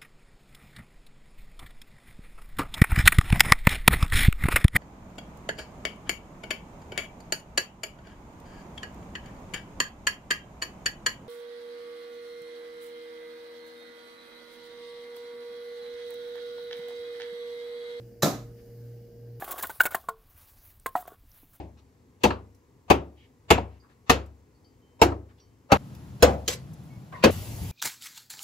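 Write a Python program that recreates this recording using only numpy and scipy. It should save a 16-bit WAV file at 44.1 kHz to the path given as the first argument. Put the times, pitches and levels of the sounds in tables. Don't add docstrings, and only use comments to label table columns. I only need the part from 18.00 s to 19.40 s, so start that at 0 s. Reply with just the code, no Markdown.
import sys
import numpy as np
from scipy import signal
from scipy.fft import rfft, irfft
from scipy.io import wavfile

SR = 44100
rng = np.random.default_rng(int(sys.argv[2]) if len(sys.argv) > 2 else 0)


def to_linear_factor(level_db):
    exponent = np.asarray(level_db, float) / 20
    return 10 ** exponent


def store_wav(level_fs):
    pcm = np.round(np.clip(np.atleast_2d(level_fs), -1, 1) * 32767)
    wavfile.write(sys.argv[1], SR, pcm.T.astype(np.int16))


N = 61739
T = np.arange(N) / SR
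PAN_SPLIT_HZ = 600
LEFT_RIGHT = np.array([[1], [-1]])


def rms_one(x):
    return x / np.sqrt(np.mean(x ** 2) + 1e-20)


def at_hz(points, hz):
    point_hz, value = np.transpose(points)
    return np.interp(np.log(hz), np.log(point_hz), value)


def drift(rate_hz):
    step = 40
    r = np.exp(-2 * np.pi * rate_hz * step / SR)
    noise = rng.standard_normal(N // step + 2002)
    slow = signal.lfilter([1], [1, -2 * r, r * r], noise)[2000:]
    return np.interp(np.arange(N) / step, np.arange(len(slow)), rms_one(slow))


def ring(clicks, hz, t60):
    r = to_linear_factor(-60 / (t60 * SR))
    w = 2 * np.pi * hz / SR
    return signal.lfilter([0, np.sin(w)], [1, -2 * r * np.cos(w), r * r], clicks + 1e-18)


def struck(events, modes, spread_db):
    beam_db = 1
    s, db = np.transpose(events)
    luck = rng.standard_normal((len(s), len(modes)))
    out = np.zeros((2, N))
    for k, (hz, level_db, t60) in enumerate(modes):
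        clicks = np.zeros(N)
        clicks[(s * SR).astype(int)] = to_linear_factor(db + level_db + spread_db * luck[:, k])
        pan_db = beam_db * min(hz / PAN_SPLIT_HZ, 1) * (-1) ** k
        out += ring(clicks, hz, t60) * to_linear_factor(pan_db * LEFT_RIGHT)
    return out


def bands(spectrum, alike):
    hz = np.fft.rfftfreq(N, 1 / SR)[1:]
    low_hz, high_hz = spectrum[0][0], spectrum[-1][0]
    likeness = np.clip(at_hz(alike, hz), 0, 1)
    mid, side = rfft(rng.standard_normal((2, N)))[:, 1:]
    stereo = np.sqrt(1 + likeness) * mid + np.sqrt(1 - likeness) * side * LEFT_RIGHT
    full = (hz > low_hz) * (hz < high_hz) * to_linear_factor(at_hz(spectrum, hz)) * stereo
    full = np.pad(full, ((0, 0), (1, 0)))
    full = full / np.std(irfft(full, N))
    place = 3 * np.log2(np.r_[1, hz] / 20)
    out = []
    for k in range(30):
        centre = 20 * 2 ** (k / 3)
        if low_hz / 1.3 < centre < high_hz * 1.3:
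            overlap = np.clip(1 - abs(place - k), 0, 1)
            out.append((centre, irfft(full * overlap, N)))
    return out


def bandpass(x, edges_hz):
    return signal.sosfilt(signal.butter(2, edges_hz, "band", fs=SR, output="sos"), x)


def crunch():
    # frequency in Hz, density in dB per Hz.
    fibre_colour = [(410, -25.5), (700, -0.5), (1280, -3), (3100, -25), (3990, -13.5), (4990, -11.5),
                    (6500, -4.5), (8600, -20.5), (13000, -10.5), (16000, -16.5)]
    bite_s, stop_s, t60_s = 0.2215, 0.2298, 0.045
    start_db, stop_db, side_db = -35, -20.5, -7.5
    grains_per_s = 9000

    tears = rng.random((2, N)) < grains_per_s / SR
    strength = to_linear_factor(2.4 * rng.exponential(1, (2, N)))
    grains = tears * strength * rng.choice([-1, 1], (2, N))
    hz = np.fft.rfftfreq(N, 1 / SR) + 1
    mid, side = rms_one(irfft(rfft(grains) * to_linear_factor(at_hz(fibre_colour, hz)), N))
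    growing = np.interp(T, [bite_s, stop_s], [start_db, stop_db])
    dying = stop_db - 60 * (T - stop_s) / t60_s
    db = np.where(T < stop_s, growing, dying)
    return (mid + to_linear_factor(side_db) * side * LEFT_RIGHT) * to_linear_factor(db) * (T > bite_s)


def barrel():
    # frequency in Hz, level in dB, t60 in seconds.
    metal_modes = [(3926, 1, 0.067), (4008, -1.5, 0.066), (3520, -15, .12), (5040, -6.5, 0.035),
                   (6660, -2, 0.017), (7400, -12, 0.032), (12670, -7, 0.046)]
    # start in seconds, level in dB.
    jolts = [
        (.2246, -30),
        (.2285, -32),
        (.2328, -28),
    ]
    return struck(jolts, metal_modes, spread_db=1.0)


def board():
    # frequency in Hz, level in dB, t60 in seconds.
    face_modes = [(1178, -2, 0.05), (870, -11, .04), (1390, -7, 0.065), (1760, -6.5, .05)]
    # start in seconds, level in dB.
    taps = [
        (.2222, -32),
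        (.2248, -26.5),
        (.2265, -28.5),
    ]
    # frequency in Hz, level in dB, t60 in seconds.
    wood_modes = [(134, -13.5, .07), (154.8, 4.5, 0.14), (202.7, -8.5, 0.083), (381.5, -2, 0.068),
                  (477, -2, 0.19), (536.8, 1, 0.091), (607, 1, 0.0993), (668, -1.5, 0.15),
                  (790, -6.5, 0.058), (1353, -14, 0.18), (1525, -16, 0.11), (1717, -13.5, 0.075)]
    # start in seconds, level in dB.
    knocks = [
        (0.2237, -40.5),
        (.2322, -19.5),
        (.2375, -31),
        (0.2602, -34.5),
    ]
    # frequency in Hz, level in dB, t60 in seconds.
    plank_modes = [(151, -7.5, 0.53), (216.2, -12.5, 0.53), (260.1, -3, .3), (284.9, -0.2, .33),
                   (343.5, -9.5, 0.31), (586.4, -6, .33), (632.4, -5, .28), (730, -5, 0.23),
                   (908, -17, .28), (1008, -13, 0.25), (1260, -11, .38)]
    plank_s, plank_db = 0.243, -24.5
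    contact_hz = 2520

    wood = struck(taps, face_modes, spread_db=2.5)
    wood += struck(knocks, wood_modes, spread_db=3.0)
    wood += struck([(plank_s, plank_db)], plank_modes, spread_db=1.5)
    return signal.sosfilt(signal.butter(1, contact_hz, fs=SR, output="sos"), wood)


def room_tail():
    # frequency in Hz, density in dB per Hz.
    low_colour = [(76, -20), (130, -10), (255, -6), (513, -11), (575, -9.5), (783, -8), (848, -20),
                  (1140, -16), (2000, -28), (2600, -49.5), (4400, -120)]
    high_colour = [(1180, -31.5), (2000, -5.5), (3090, -10.5), (3810, -2), (4570, -5), (6820, -3),
                   (9170, -16.5), (13000, -5.5), (16000, -17.5)]
    # frequency in Hz, t60 in seconds.
    room_t60 = [(150, 0.45), (500, .32), (1500, 0.38), (4000, .33), (8000, 0.32), (14000, 0.27)]
    # frequency in Hz, likeness from 0 to 1.
    tail_alike = [(60, 0.99), (180, 0.8), (550, 0.83), (1650, 0.1), (4970, 0.4), (15000, 0.4)]
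    # colour, level in dB, start and rise in seconds
    parts = ((low_colour, -20, 0.234, 0.013), (high_colour, -24.5, 0.226, 0.0072))

    out = 0
    for colour, level_db, start_s, rise_s in parts:
        age = np.maximum(T - start_s, 0)
        build_up = 1 - np.exp(-age / rise_s)
        for hz, sound in bands(colour, tail_alike):
            out = out + sound * to_linear_factor(level_db - 60 * age / at_hz(room_t60, hz)) * build_up
    return out


def shudder():
    start_s, rise_s, t60_s, level_db = 0.3, 0.04, 1.7, -49
    age = np.maximum(T - start_s, 0)
    deep = rms_one(bandpass(rng.standard_normal(N), [32, 75]))
    return deep * to_linear_factor(level_db - 60 * age / t60_s) * (1 - np.exp(-age / rise_s))


def hum():
    # multiple of the base frequency, peak level in dB.
    motor_orders = [(1, -62), (2, -45), (4, -69), (6, -67.5), (8, -50), (10.0, -72)]
    mains_orders = [(2, -49), (4, -65)]
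    motor_hz, mains_hz, in_step_s = 58.96, 60, 0.875
    out = np.zeros(N)
    for base_hz, orders in ((motor_hz, motor_orders), (mains_hz, mains_orders)):
        for order, db in orders:
            out -= to_linear_factor(db + 0.33 * drift(3)) * np.cos(2 * np.pi * order * base_hz * (T - in_step_s))
    return out


def whines():
    # frequency in Hz, width in Hz, level in dB.
    thin_whines = [(1594, 8, -89), (2890, 30, -89.5), (4820, 20, -86.5), (14300, 200, -84.5)]
    whistle_hz, whistle_db = 14282, -80
    out = to_linear_factor(whistle_db + 1.5 * drift(8)) * np.sin(2 * np.pi * whistle_hz * T)
    for hz, width, db in thin_whines:
        once = ring(rng.standard_normal(N), hz, 2.2 / width)
        out += to_linear_factor(db) * rms_one(ring(once, hz, 2.2 / width))
    return out


def background():
    # frequency in Hz, density in dB per Hz.
    rumble_colour = [(20, -28), (34, 1), (80, -11.5), (200, 0.5), (300, -6), (450, -3.5), (620, -11.5),
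                     (900, -24)]
    hiss_colour = [(530, -37.5), (900, -7), (1370, -8), (1550, -3), (3730, -13.5), (4920, -5.5),
                   (8660, -15.5), (13800, -7), (16000, -6.5)]
    # frequency in Hz, likeness from 0 to 1.
    air_alike = [(60, 0.62), (180, 0.98), (550, 0.38), (1650, 0.51), (4970, 0.28), (15000, 0.18)]
    # time in seconds, level in dB.
    air_swell = [(0, 3.5), (.2, -1), (.5, 1.5), (.62, 3), (.85, 2.5), (1.1, -1), (1.4, 0)]
    rumble_db, hiss_db = -56.5, -69.5

    rumble = sum(sound * to_linear_factor(1.3 * drift(3.8)) for hz, sound in bands(rumble_colour, air_alike))
    hiss = sum(sound * to_linear_factor(1.2 * drift(3)) for hz, sound in bands(hiss_colour, air_alike))
    swell = to_linear_factor(np.interp(T, *np.transpose(air_swell)))
    return to_linear_factor(rumble_db) * rumble + swell * (to_linear_factor(hiss_db) * hiss + whines())


def rustle():
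    centre_s, length_s, level_db = 0.596, 0.022, -67.5
    puff = np.exp(-((T - centre_s) / length_s) ** 2)
    return rms_one(bandpass(rng.standard_normal((2, N)), [910, 2850])) * to_linear_factor(level_db) * puff


def scene():
    low_pan_db, high_pan_db, air_pan_db = 0.2, -2.6, -0.3
    ears = LEFT_RIGHT / 2
    hit = crunch() + barrel() + board() + room_tail()
    hit = signal.sosfilt(signal.butter(3, 115, "high", fs=SR, output="sos"), hit)
    low = signal.lfilter(*signal.butter(1, PAN_SPLIT_HZ, fs=SR), hit)
    hit = low * to_linear_factor(low_pan_db * ears) + (hit - low) * to_linear_factor(high_pan_db * ears)
    return hit + shudder() + rustle() + (hum() + background()) * to_linear_factor(air_pan_db * ears)


def band_limit(x):
    return signal.sosfilt(signal.butter(12, 16790, fs=SR, output="sos"), x)


def record(dry):
    mix = signal.sosfilt(signal.cheby2(12, 50, 16200, fs=SR, output="sos"), dry)
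    return band_limit(mix)


dry = scene()
out = record(dry)
store_wav(out)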